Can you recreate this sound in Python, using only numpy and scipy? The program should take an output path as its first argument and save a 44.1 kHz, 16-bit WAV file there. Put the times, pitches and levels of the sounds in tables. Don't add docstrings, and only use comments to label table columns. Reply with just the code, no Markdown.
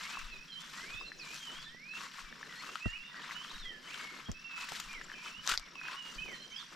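import sys
import numpy as np
from scipy import signal
from scipy.fft import rfft, irfft, next_fast_len
from scipy.io import wavfile
from scipy.ndimage import uniform_filter1d, map_coordinates

SR = 44100
rng = np.random.default_rng(int(sys.argv[2]) if len(sys.argv) > 2 else 0)


def wav_out(sig):
    wavfile.write(sys.argv[1], SR, np.round(np.clip(np.atleast_2d(sig).T, -1, 1) * 32767).astype(np.int16))


def field_ratio(decibels):
    return 10 ** (np.asarray(decibels, dtype=float) / 20)


N = 297675
T = np.arange(N) / SR


def unit(x):
    return x / np.sqrt(np.mean(x ** 2) + 1e-20)


def along(points, hz):
    f, v = np.transpose(points)
    return np.interp(np.log(hz + 1), np.log(f + 1), v)


def wobble(knots_per_s):
    knots = rng.standard_normal(int(N * knots_per_s / SR) + 4)
    return map_coordinates(knots, [T * knots_per_s])


def filtered(x, response):
    m = next_fast_len(N + SR // 10)
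    spectrum = rfft(x, m) * response(np.fft.rfftfreq(m, 1 / SR))
    return irfft(spectrum, m)[..., :N]


def panned(x, left_minus_right_db):
    return x * field_ratio([[left_minus_right_db / 2], [-left_minus_right_db / 2]])


# f/Hz, correlation [-1..1]
CORRELATION = [(60, 0.9), (200, 0.78), (600, 0.57), (1400, 0.88), (3000, 0.82), (6000, 0.9), (9000, 0.3),
               (13000, 0)]
# f/Hz, left minus right/dB
BALANCE = [(110, -6.5), (380, -5), (1290, 4.5), (4400, 1), (8120, 5), (15000, 11.5)]


def spread(pair, spectrum, band_hz):
    hz = np.fft.rfftfreq(N, 1 / SR)
    turn = np.arccos(np.clip(along(CORRELATION, hz), -1, 1)) / 2
    mid, side = rfft(pair) * field_ratio(along(spectrum, hz)) * [np.cos(turn), np.sin(turn)]
    in_band = (hz > band_hz[0]) & (hz < band_hz[1])
    band_rms = np.sqrt(2 * np.sum(abs(mid[in_band]) ** 2)) / N
    stereo = np.array([mid + side, mid - side])
    return irfft(stereo * field_ratio(along(BALANCE, hz) * [[.5], [-.5]]), N) / band_rms


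def open_air(x, t60_s):
    t = T[:SR // 2]
    tail = rng.standard_normal((2, len(t))) * field_ratio(-60 * t / t60_s) * (t > .004)
    return signal.fftconvolve(x, tail / np.linalg.norm(tail[0]), axes=1)[:, :N]


# f/Hz, density/(dB per Hz)
RUMBLE_SPECTRUM = [(60, -8.5), (100, -93), (135, -0.5), (200, 1), (400, -13), (560, -14), (900, -35.5)]
# f/Hz, density/(dB per Hz)
INSECT_SPECTRUM = [(400, -18), (850, -14), (1100, -4.5), (1630, 8), (3120, 0), (5460, 2.5), (8490, -33),
                   (12300, -60), (14500, -41), (15500, -42)]
RUMBLE_DB, INSECTS_DB = -66.5, -62.5


def field():
    rumble = spread(rng.standard_normal((2, N)), RUMBLE_SPECTRUM, band_hz=(150, 450))
    rumble = rumble * field_ratio(1.5 * wobble(6))
    insects = spread(rng.standard_normal((2, N)), INSECT_SPECTRUM, band_hz=(1000, 5000))
    return field_ratio(RUMBLE_DB) * rumble + field_ratio(INSECTS_DB) * insects


# t/s, f/Hz, level/dB
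FIRST_STROPHE = [
    [(0.0, 2060, -52), (0.09, 2296, -56), (0.108, 2520, -54), (0.158, 2630, -50), (0.21, 2730, -57)],
    [(0.28, 2690, -58), (0.32, 2600, -51), (0.37, 2480, -52), (0.44, 2620, -57)],
    [(0.48, 3280, -57), (0.57, 3040, -53), (0.615, 3580, -56), (0.66, 3350, -60)],
    [(0.73, 1760, -56), (0.84, 2080, -54), (0.915, 2480, -52), (0.985, 2610, -47), (1.06, 2700, -53),
     (1.09, 2700, -61), (1.17, 2600, -62)],
    [(1.195, 2580, -51), (1.25, 2350, -56), (1.29, 2370, -53), (1.33, 2550, -51), (1.35, 2540, -52)],
    [(1.4, 3230, -55), (1.44, 3180, -48), (1.5, 2940, -52), (1.55, 3190, -53), (1.62, 3450, -57),
     (1.67, 3540, -57), (1.73, 3490, -64)],
    [(1.66, 1743, -58), (1.784, 2016, -56), (1.846, 2364, -54), (1.908, 2590, -47), (1.97, 2680, -44)],
    [(2.49, 2010, -55), (2.56, 1820, -55), (2.595, 1950, -55), (2.625, 2560, -55), (2.68, 2720, -55),
     (2.74, 2750, -58)],
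    [(2.805, 2510, -51), (2.85, 2700, -43), (2.9, 2800, -47), (2.945, 2880, -49), (2.99, 2880, -58)],
    [(2.84, 1990, -54), (2.89, 1780, -54), (2.92, 1890, -54), (2.945, 2490, -55), (3.0, 2710, -54),
     (3.05, 2810, -51), (3.1, 2730, -61)],
    [(3.11, 1930, -59), (3.15, 1950, -55), (3.19, 1870, -55), (3.21, 1680, -55)],
    [(3.35, 2880, -50), (3.38, 2990, -50), (3.42, 3070, -55), (3.44, 3270, -58)],
]
# t/s, f/Hz, level/dB
SECOND_STROPHE = [
    [(3.54, 3750, -53), (3.56, 3850, -54), (3.6, 3760, -59), (3.62, 3720, -53), (3.645, 3350, -51),
     (3.71, 3090, -46)],
    [(3.65, 2020, -53), (3.688, 2010, -51), (3.725, 1800, -56), (3.79, 1690, -59)],
    [(3.92, 2260, -62), (4.0, 2210, -55), (4.074, 2180, -51), (4.18, 2130, -62)],
    [(4.34, 2580, -56), (4.4, 2670, -55), (4.46, 2710, -55), (4.52, 2630, -49), (4.64, 2550, -51)],
    [(4.89, 2420, -50), (4.93, 2400, -48), (4.96, 2190, -50), (5.0, 1880, -52)],
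    [(5.145, 2460, -56), (5.2, 2330, -56), (5.25, 2580, -56), (5.3, 2580, -56), (5.35, 2820, -57),
     (5.4, 2990, -57)],
    [(5.75, 2680, -52), (5.81, 2512, -49), (5.87, 2517, -52), (5.92, 2670, -56), (5.96, 2830, -58)],
    [(5.965, 2870, -50), (5.985, 3000, -51), (6.03, 2850, -54), (6.11, 2860, -58), (6.14, 2770, -61)],
    [(6.18, 3040, -57), (6.25, 2980, -58), (6.33, 3110, -59), (6.49, 3130, -58), (6.55, 3070, -52),
     (6.59, 3420, -52), (6.615, 3940, -55)],
    [(6.18, 2400, -52), (6.22, 2610, -45), (6.27, 2476, -47), (6.315, 2057, -50), (6.36, 1790, -52)],
    [(6.51, 2110, -56), (6.543, 2584, -56), (6.56, 2860, -57)],
    [(6.54, 5290, -57), (6.567, 5150, -57), (6.593, 4560, -57), (6.62, 4080, -59)],
]
WHISTLE_PAN_DB = [-5.5, -6, -6.5, -5.5, -5, -3.5, -5.5, -1, -7.5, -4, -6, -10, -6, -4, 0, -4, -4, -6, -7,
                  -8.5, -10, -5.5, -6, -5]
# start/s, length/s, first f/Hz, last f/Hz, peak/dB
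BIRD_CHIPS = [(.3, .065, 4560, 3500, -58.5), (.512, .035, 4230, 3960, -57), (.99, .035, 5300, 4900, -57),
              (1.05, .065, 4120, 4090, -51), (1.12, .06, 4100, 4080, -64), (1.18, .018, 7180, 5100, -53),
              (1.196, .045, 5100, 3730, -49.5), (1.598, .062, 5050, 3800, -54),
              (1.686, .022, 3300, 3050, -57), (1.91, .035, 4300, 3600, -57),
              (2.25, .07, 2380, 2250, -60), (2.31, .04, 3900, 3200, -62), (2.405, .03, 7160, 5160, -63),
              (2.45, .03, 4300, 3850, -58), (2.68, .04, 2250, 1900, -61), (3.268, .03, 2950, 2650, -57),
              (3.565, .05, 4560, 3950, -56), (3.83, .08, 3080, 3000, -61), (4.82, .03, 3200, 2600, -59),
              (5.12, .03, 3150, 3000, -59), (5.23, .085, 3200, 2850, -58), (5.26, .04, 2400, 2200, -59),
              (5.6, .08, 2420, 2100, -58), (5.14, .055, 2640, 2580, -56),
              (6.34, .045, 4350, 3950, -54.5), (6.403, .04, 4220, 4060, -58),
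              (6.508, .03, 6570, 6000, -59),
              (.28, .04, 3370, 3520, -60), (.935, .09, 3430, 3800, -54), (1.682, .025, 3850, 3960, -61),
                (1.88, .018, 3800, 4500, -58), (2.548, .09, 4200, 4400, -55),
                (2.897, .012, 6400, 7600, -56), (3.025, .035, 3400, 3650, -59),
                (3.055, .07, 3640, 3560, -61), (3.36, .04, 2550, 2800, -56),
                (3.476, .055, 2960, 4530, -53.5), (3.871, .085, 1910, 3140, -53),
                (4.255, .025, 3200, 3270, -52), (4.92, .03, 2550, 3250, -51),
                (5.031, .022, 6800, 7800, -55), (5.85, .05, 2680, 2720, -54), (6.145, .03, 4300, 4750, -58),
                (6.28, .04, 5900, 6300, -61)]
# start/s, length/s, first f/Hz, last f/Hz, peak/dB
SOLE_SQUEAKS = [
    (2.0, .065, 1150, 1090, -54),
    (5.89, .08, 990, 1130, -53),
]
CHIP_PAN_DB, SQUEAK_PAN_DB = -2, 3
CHIP_ACCENT = 0.59
START_LOSS_DB, END_LOSS_DB = 4, 6


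def notes():
    paths = FIRST_STROPHE + SECOND_STROPHE
    glides = [(*np.transpose(path), pan_db) for path, pan_db in zip(paths, WHISTLE_PAN_DB)]
    short = [(*row, CHIP_PAN_DB) for row in BIRD_CHIPS]
    short += [(*row, SQUEAK_PAN_DB) for row in SOLE_SQUEAKS]
    for start, length, first_hz, last_hz, peak_db, pan_db in short:
        times = start + length * np.array([0, CHIP_ACCENT, 1])
        pitches = (first_hz, first_hz + CHIP_ACCENT * (last_hz - first_hz), last_hz)
        levels = (peak_db - START_LOSS_DB, peak_db, peak_db - END_LOSS_DB)
        glides.append((times, pitches, levels, pan_db))
    return glides


def birds():
    out, send = np.zeros((2, 2, N))
    flutter_db = 2.6 * wobble(130) + .9 * wobble(45)
    waver = .007 * wobble(200)
    for s, hz, db, pan_db in notes():
        far = min(field_ratio(.6 * (-48 - max(db))), 1.4)
        now = slice(max(round((s[0] - .002) * SR), 0), round((s[-1] + 0.0041) * SR))
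        t = T[now]
        fade = np.clip(np.minimum(t - t[0], t[-1] - t) / 0.0063, 0, 1)
        pitch = uniform_filter1d(np.interp(t, s, hz), SR // 60, mode="nearest")
        pitch = pitch * (1 + far * waver[now])
        tone = np.sqrt(2) * np.sin(2 * np.pi * np.cumsum(pitch) / SR)
        level = field_ratio(np.interp(t, s, db) - 0.9 + far * flutter_db[now])
        sound = panned(tone * fade * level, pan_db)
        out[:, now] += sound
        send[:, now] += far * sound * np.minimum(3500 / pitch, 1) ** 2
    return out + field_ratio(-4) * open_air(send, t60_s=.3)


# first pulse/s, end/s, wing f/Hz, pulse rate/Hz, left minus right/dB
CRICKET_TRILLS = [
    (.005, 2.66, 5600, 41.85, 2),
    (2.6813, 3.36, 5600, 41.85, 2),
    (3.3743, 3.75, 5600, 41.85, 2),
    (4.2531, 6.0, 5610, 41.8, 3),
    (6.104, 6.8, 5830, 42.6, -3),
    (.012, 6.8, 4960, 38.3, 0),
]
CRICKET_PEAK_DB = [-59.5, -63, -56.5, -55, -57.5, -64]


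def crickets():
    out = np.zeros((2, N))
    jitter = .015 * wobble(20)
    rough = field_ratio(1.5 * wobble(150))
    for (first, end, hz, rate, pan_db), db in zip(CRICKET_TRILLS, CRICKET_PEAK_DB):
        since = ((T - first) * rate + jitter + .5) % 1 / rate - .5 / rate
        stroke = np.exp(-(since / .0042) ** 2) * (T > first - .01) * (T < end)
        ring = np.sin(2 * np.pi * np.cumsum(hz * (1 - 3.0 * since)) / SR)
        out += panned(ring * stroke * rough * field_ratio(db + wobble(3.34)), pan_db)
    return out + field_ratio(-14) * open_air(out, t60_s=.1)


def rustle(patchy_db, grain_db, grains_per_s, hz):
    z = signal.stft(rng.standard_normal((2, N)), nperseg=256)[2]
    patches = uniform_filter1d(rng.standard_normal(z.shape[1:]), 5, 0)
    patches = uniform_filter1d(patches, 4, 1)
    pair = signal.istft(z * field_ratio(patchy_db * unit(patches)), nperseg=256)[1][:, :N]
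    draws = rng.random((round(grains_per_s * N / SR), 4))
    when, pitch, size, side = draws.T[..., None]
    turns = hz * 5 ** (pitch - .5) * T[:SR // 160]
    rings = field_ratio(5 * size) * np.sin(2 * np.pi * turns) * field_ratio(-60 * turns / 12)
    at = (when * N).astype(int) + np.arange(turns.shape[1])
    grains = [np.bincount(at.ravel(), (rings * g).ravel(), N)[:N] for g in (1, 2 * side - 1)]
    return unit(pair) + field_ratio(grain_db) * np.array([unit(g) for g in grains])


# t/s, swish level/dB, fizz over swish/dB, reach/s
LEG_BRUSHES = [(.07, -51, -8, 0.33), (0.609, -57, -3, 0.0091), (.63, -62, -20, .07),
               (.79, -54.5, -5.5, 0.32), (1.27, -56, -27, 0.093), (1.35, -59.5, 1, 0.22),
               (1.541, -55.5, -9, 0.17), (1.952, -64, 0, 0.022), (2.021, -51, -7.5, 0.094),
               (2.186, -56, -7.5, 0.13), (2.54, -63, -36, 1), (2.64, -61, -6, 0.017),
               (2.672, -55, -7.5, 0.37), (2.878, -63, -11, .1), (3.23, -52.5, -16.5, 0.16),
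               (3.316, -48.5, -11.5, 0.049), (3.48, -55.5, -9, 0.29), (3.974, -51, -8, 0.18),
               (4.179, -54.5, -10.5, 0.14), (4.52, -58, -25, 0.15), (4.622, -50, -8, 0.081),
               (4.76, -53, -2, 0.14), (4.92, -64, -4, 0.083), (5.03, -59.5, -12, 0.9),
               (5.276, -54.5, -6, 0.1), (5.45, -55, -4, 0.035), (5.468, -50, -0.5, 0.007),
               (5.485, -44, -4, .006), (5.499, -39.5, -1, 0.017), (5.519, -38.5, -4.5, 0.024),
               (5.54, -47, 0, 0.0089), (5.553, -46, -6.5, 0.019), (5.67, -62, -28, 0.3),
               (5.84, -57, -13, 0.058), (5.916, -49.5, -14.5, 0.095), (5.955, -59, -5, 0.033),
               (6.1, -57, -5.5, 0.15), (6.3, -61.5, -7, 0.36), (6.62, -60, -7, 0.13),
               (6.733, -56, -9, 0.034)]
# f/Hz, density/(dB per Hz)
SWISH_SPECTRUM = [(300, -31), (600, -15.5), (820, -16), (950, -4.5), (1300, -0.5), (1840, -1), (2200, -3.5),
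                  (3030, -3), (4300, -7.5), (7000, -21.5), (9000, -62)]
# f/Hz, density/(dB per Hz)
FIZZ_SPECTRUM = [(1470, -15), (2500, -2), (2980, -2.5), (3450, -4), (4790, -3), (7510, -5.5),
                 (10400, -18.5), (12100, -14.5), (13100, -19.5), (14000, -30), (15500, -37)]
REACH_LOSS_DB, EDGE = 15, 1.47
SUDDEN, FIZZ_LOSS_DIVISOR = 1.066, 0.89
STANDING_SWISH_DB, STANDING_FIZZ_DB = -110, -78.5


def grass():
    s, db, dry_db, reach = np.transpose(LEG_BRUSHES)[..., None]
    coarse_t = T[::100]
    away = np.maximum(SUDDEN * (s - coarse_t), coarse_t - s) / reach
    lost_db = REACH_LOSS_DB * away ** EDGE

    def envelope(level_db, rest_db):
        brushes = np.linalg.norm(field_ratio(level_db), axis=0)
        return np.interp(T, coarse_t, np.hypot(brushes, field_ratio(rest_db)))

    flutter = field_ratio(.9 * wobble(35) + 1.5 * wobble(110))
    swish = rustle(patchy_db=3, grain_db=-9, grains_per_s=500, hz=1600)
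    swish = spread(swish, SWISH_SPECTRUM, band_hz=(850, 1600))
    fizz = rustle(patchy_db=2.5, grain_db=-5.5, grains_per_s=900, hz=6280)
    fizz = spread(fizz, FIZZ_SPECTRUM, band_hz=(6300, 10500))
    swish_level = envelope(db - lost_db, STANDING_SWISH_DB)
    fizz_level = envelope(db + dry_db - lost_db / FIZZ_LOSS_DIVISOR, STANDING_FIZZ_DB)
    return flutter * (swish_level * swish + fizz_level * fizz)


# start/s, length/s, level/dB
CLOTH_RUBS = [(0.118, 0.074, -64.5), (.325, 0.071, -65.5), (0.797, .15, -65), (0.992, 0.24, -63),
              (1.242, 0.13, -65.5), (1.488, 0.059, -58.5), (1.965, 0.093, -64), (2.309, 0.12, -61),
              (2.442, 0.12, -62.5), (2.627, 0.13, -62), (3.163, 0.11, -63.5), (3.47, 0.079, -63),
              (3.63, 0.44, -64), (4.117, 0.088, -61.5), (4.277, 0.065, -63), (4.95, .24, -62.5),
              (5.24, 0.077, -65), (5.667, 0.12, -66), (5.842, 0.11, -63.5), (6.047, 0.17, -62.5),
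              (6.244, 0.11, -57), (6.347, 0.18, -65), (6.717, 0.036, -57.5)]
# f/Hz, density/(dB per Hz)
CLOTH_SPECTRUM = [(150, -16), (240, 1), (350, 2.5), (550, -1), (800, -7), (1100, -36)]


def cloth():
    level = np.zeros(N)
    for s, length, db in CLOTH_RUBS:
        level[round(s * SR):round((s + length) * SR)] = field_ratio(db - 3.0)
    level = uniform_filter1d(level, SR // 60) * field_ratio(2.9 * wobble(40))
    rush = spread(rng.standard_normal((2, N)), CLOTH_SPECTRUM, band_hz=(280, 700))
    return panned(level * rush, 3.7)


# t/s, peak/dB, ring f/Hz
STALK_SNAPS = [(0.1715, -25.5, 1095), (1.0117, -31.5, 1110), (1.1183, -28, 1800), (1.938, -32, 1640),
               (2.3262, -31, 1740), (2.4295, -26.5, 1720), (2.5486, -35.5, 1470), (4.7195, -31.5, 824),
               (2.756, -21.5, 1340), (3.144, -31, 1580), (3.3098, -26.5, 2000), (3.319, -33, 1150),
               (3.448, -35, 1260), (3.946, -31, 1540), (4.6873, -29.5, 1850), (5.0136, -28, 1730),
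               (5.0995, -31, 1770), (5.117, -28, 1660), (5.141, -32, 1680), (5.498, -18.5, 1410),
               (5.5032, -33, 1700), (5.5156, -26, 1130), (5.5218, -18, 1460), (5.539, -20.5, 1470),
               (5.547, -27, 1410), (5.756, -36, 1090), (5.814, -29.5, 1580), (5.8843, -24.5, 1570),
               (6.26, -38, 990), (6.725, -37, 1250),
               (0.1537, -30, 1310), (1.5875, -36, 1510), (1.97, -39, 1390), (2.004, -37, 1190),
                (2.185, -35, 1100), (2.2478, -39, 1460), (2.461, -37, 1680), (2.4704, -36, 1590),
                (2.5262, -36, 1440), (2.576, -42, 1720), (2.6366, -32, 1240), (2.6454, -34, 1580),
                (2.6914, -29.5, 1240), (2.8562, -32, 1310), (2.8575, -28, 623), (3.0375, -38, 2140),
                (3.2922, -31.5, 1160), (3.9793, -35, 1250), (4.164, -36, 1350), (4.292, -39.5, 1800),
                (4.798, -36, 1270), (4.8866, -35, 2410), (5.0848, -39, 1600), (5.2609, -32, 1310),
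                (5.2783, -33, 2230), (5.395, -40, 1290), (5.4827, -34, 1700), (5.4934, -30, 1340),
                (5.8534, -33, 1570), (6.2824, -34, 2260), (6.6275, -38, 1300)]
# t/s, peak/dB, ring f/Hz, crack under ring/dB
DRY_TICKS = [(0.618, -32.5, 3920, -3.5), (1.344, -27, 5500, -3.5), (2.525, -28, 3270, -21),
             (2.756, -19, 2900, -17), (3.447, -24, 2730, -31), (4.69, -24, 5000, -6.5),
             (2.557, -28, 12100, -15), (4.8035, -25, 6200, -10), (4.8075, -25, 6500, -16),
             (4.752, -24, 4950, -16), (5.494, -18, 4560, 1.5), (5.581, -36, 5500, -8),
             (5.755, -27.5, 2900, -19), (5.881, -26, 3170, -13), (3.943, -19, 3170, -23),
             (4.3164, -17.5, 6400, -18), (4.72, -25, 2610, -6), (4.8005, -19.5, 5270, -3),
             (4.9305, -25, 6940, -11), (5.466, -31, 3760, 2), (5.4752, -9, 6400, -7),
             (5.564, -42, 5500, -17), (5.576, -3.5, 4700, -22), (5.5965, -37, 5000, 6)]
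STALK_CRACK_DB = -30


def snaps():
    out, t = np.zeros(N + SR), T[:SR // 20]
    events = [(*row, STALK_CRACK_DB) for row in STALK_SNAPS] + DRY_TICKS
    for s, db, hz, crack_db in events:
        t60_cycles, rise_cycles = (19, .17) if hz < 2500 else (10, .8)
        ring = np.sin(2 * np.pi * hz * t) * field_ratio(-60 * t * hz / t60_cycles)
        ring = ring * (1 - np.exp(-t * hz / rise_cycles))
        crack = field_ratio(crack_db - 60 * t / 0.011) * rng.standard_normal(len(t))
        out[round(s * SR):][:len(t)] += field_ratio(db - 1.0) * (ring + crack)

    def colour(hz):
        treble = field_ratio(along(FIZZ_SPECTRUM, np.maximum(hz, 5000)) + 2)
        return treble / (1 + (700 / (hz + 1)) ** 4)

    near = panned(filtered(out[:N], colour), 3)
    return near + field_ratio(-11.5) * open_air(near, t60_s=0.061)


# t/s, peak/dB, half width/s
STEP_SWAY = [(0.23, -50.5, 0.12), (0.93, -60, 0.16), (1.58, -51, 0.086), (2.238, -51.5, 0.051),
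             (2.92, -50.5, 0.06), (3.57, -47.5, 0.085), (4.35, -54, 0.033), (4.87, -55, 0.13),
             (5.54, -46.5, 0.062), (6.18, -49.5, 0.057)]
# f/Hz, density/(dB per Hz)
SWAY_SPECTRUM = [(8.8, -5), (15, 1), (35, -9.5), (76, -34.5), (110, -51), (140, -68), (240, -120)]
# t/s, peak/dB, weight (time stretch)
BODY_JOLTS = [(0.941, -41, 1.27), (5.383, -47, 1), (1.745, -45.5, 0.35), (2.858, -20, 1),
              (4.285, -32.5, 0.81), (4.292, -26, 1.2), (4.719, -31.5, 0.1), (6.285, -35.5, 0.22)]
# start f/Hz, slide/s, t60/s, level/dB, end f/Hz, delay/s
PORT_SWEEPS = [
    (650, .0005, .11, -1, 25, -.0015),
    (560, .003, .07, 2, 20, .0008),
]
RATTLE_DB, RATTLE_T60_S, RATTLE_TOP_HZ = 2, 0.05, 710


def grip():
    out, rattle = np.zeros((2, 2, N + SR))
    t = T[:SR // 5]
    for s, peak_db, weight in BODY_JOLTS:
        for port, (hz, slide, t60, port_db, end_hz, delay) in enumerate(PORT_SWEEPS):
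            turns = hz * slide * np.log(1 + t / weight / slide) + end_hz * t / weight
            size = field_ratio(peak_db + port_db - 60 * t / (weight * t60))
            size = size * (1 - np.exp(-t / weight / 0.0038))
            out[port, round((s + delay) * SR):][:len(t)] -= size * np.sin(2 * np.pi * turns)
        decay = field_ratio(peak_db + RATTLE_DB - 60 * t / RATTLE_T60_S)
        rattle[:, round(s * SR):][:, :len(t)] += decay * rng.standard_normal((2, len(t)))
    out[:, :N] += filtered(rattle[:, :N], lambda hz: 1 / (1 + 1j * hz / RATTLE_TOP_HZ) ** 2)
    sway = np.full(N, field_ratio(-75))
    for s, db, width in STEP_SWAY:
        skew = np.where(T < s, .3, 1.3)
        sway += field_ratio(db) * np.exp(-((T - s) / width / skew) ** 2)
    shake = filtered(rng.standard_normal((2, N)), lambda hz: field_ratio(along(SWAY_SPECTRUM, hz)))
    shake = panned(unit(shake[0]), 4.5) + .2 * unit(shake[1]) * [[1], [-1]]
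    return out[:, :N] + sway * shake


def scene():
    return field() + birds() + crickets() + grass() + cloth() + snaps() + grip()


def roll_off(x):
    return signal.sosfilt(signal.butter(12, 15680, fs=SR, output="sos"), x)


def record(dry):
    mix = filtered(dry, lambda hz: 1 / (1 + (hz / 15200) ** 70))
    return roll_off(mix)


dry = scene()
out = record(dry)
wav_out(out)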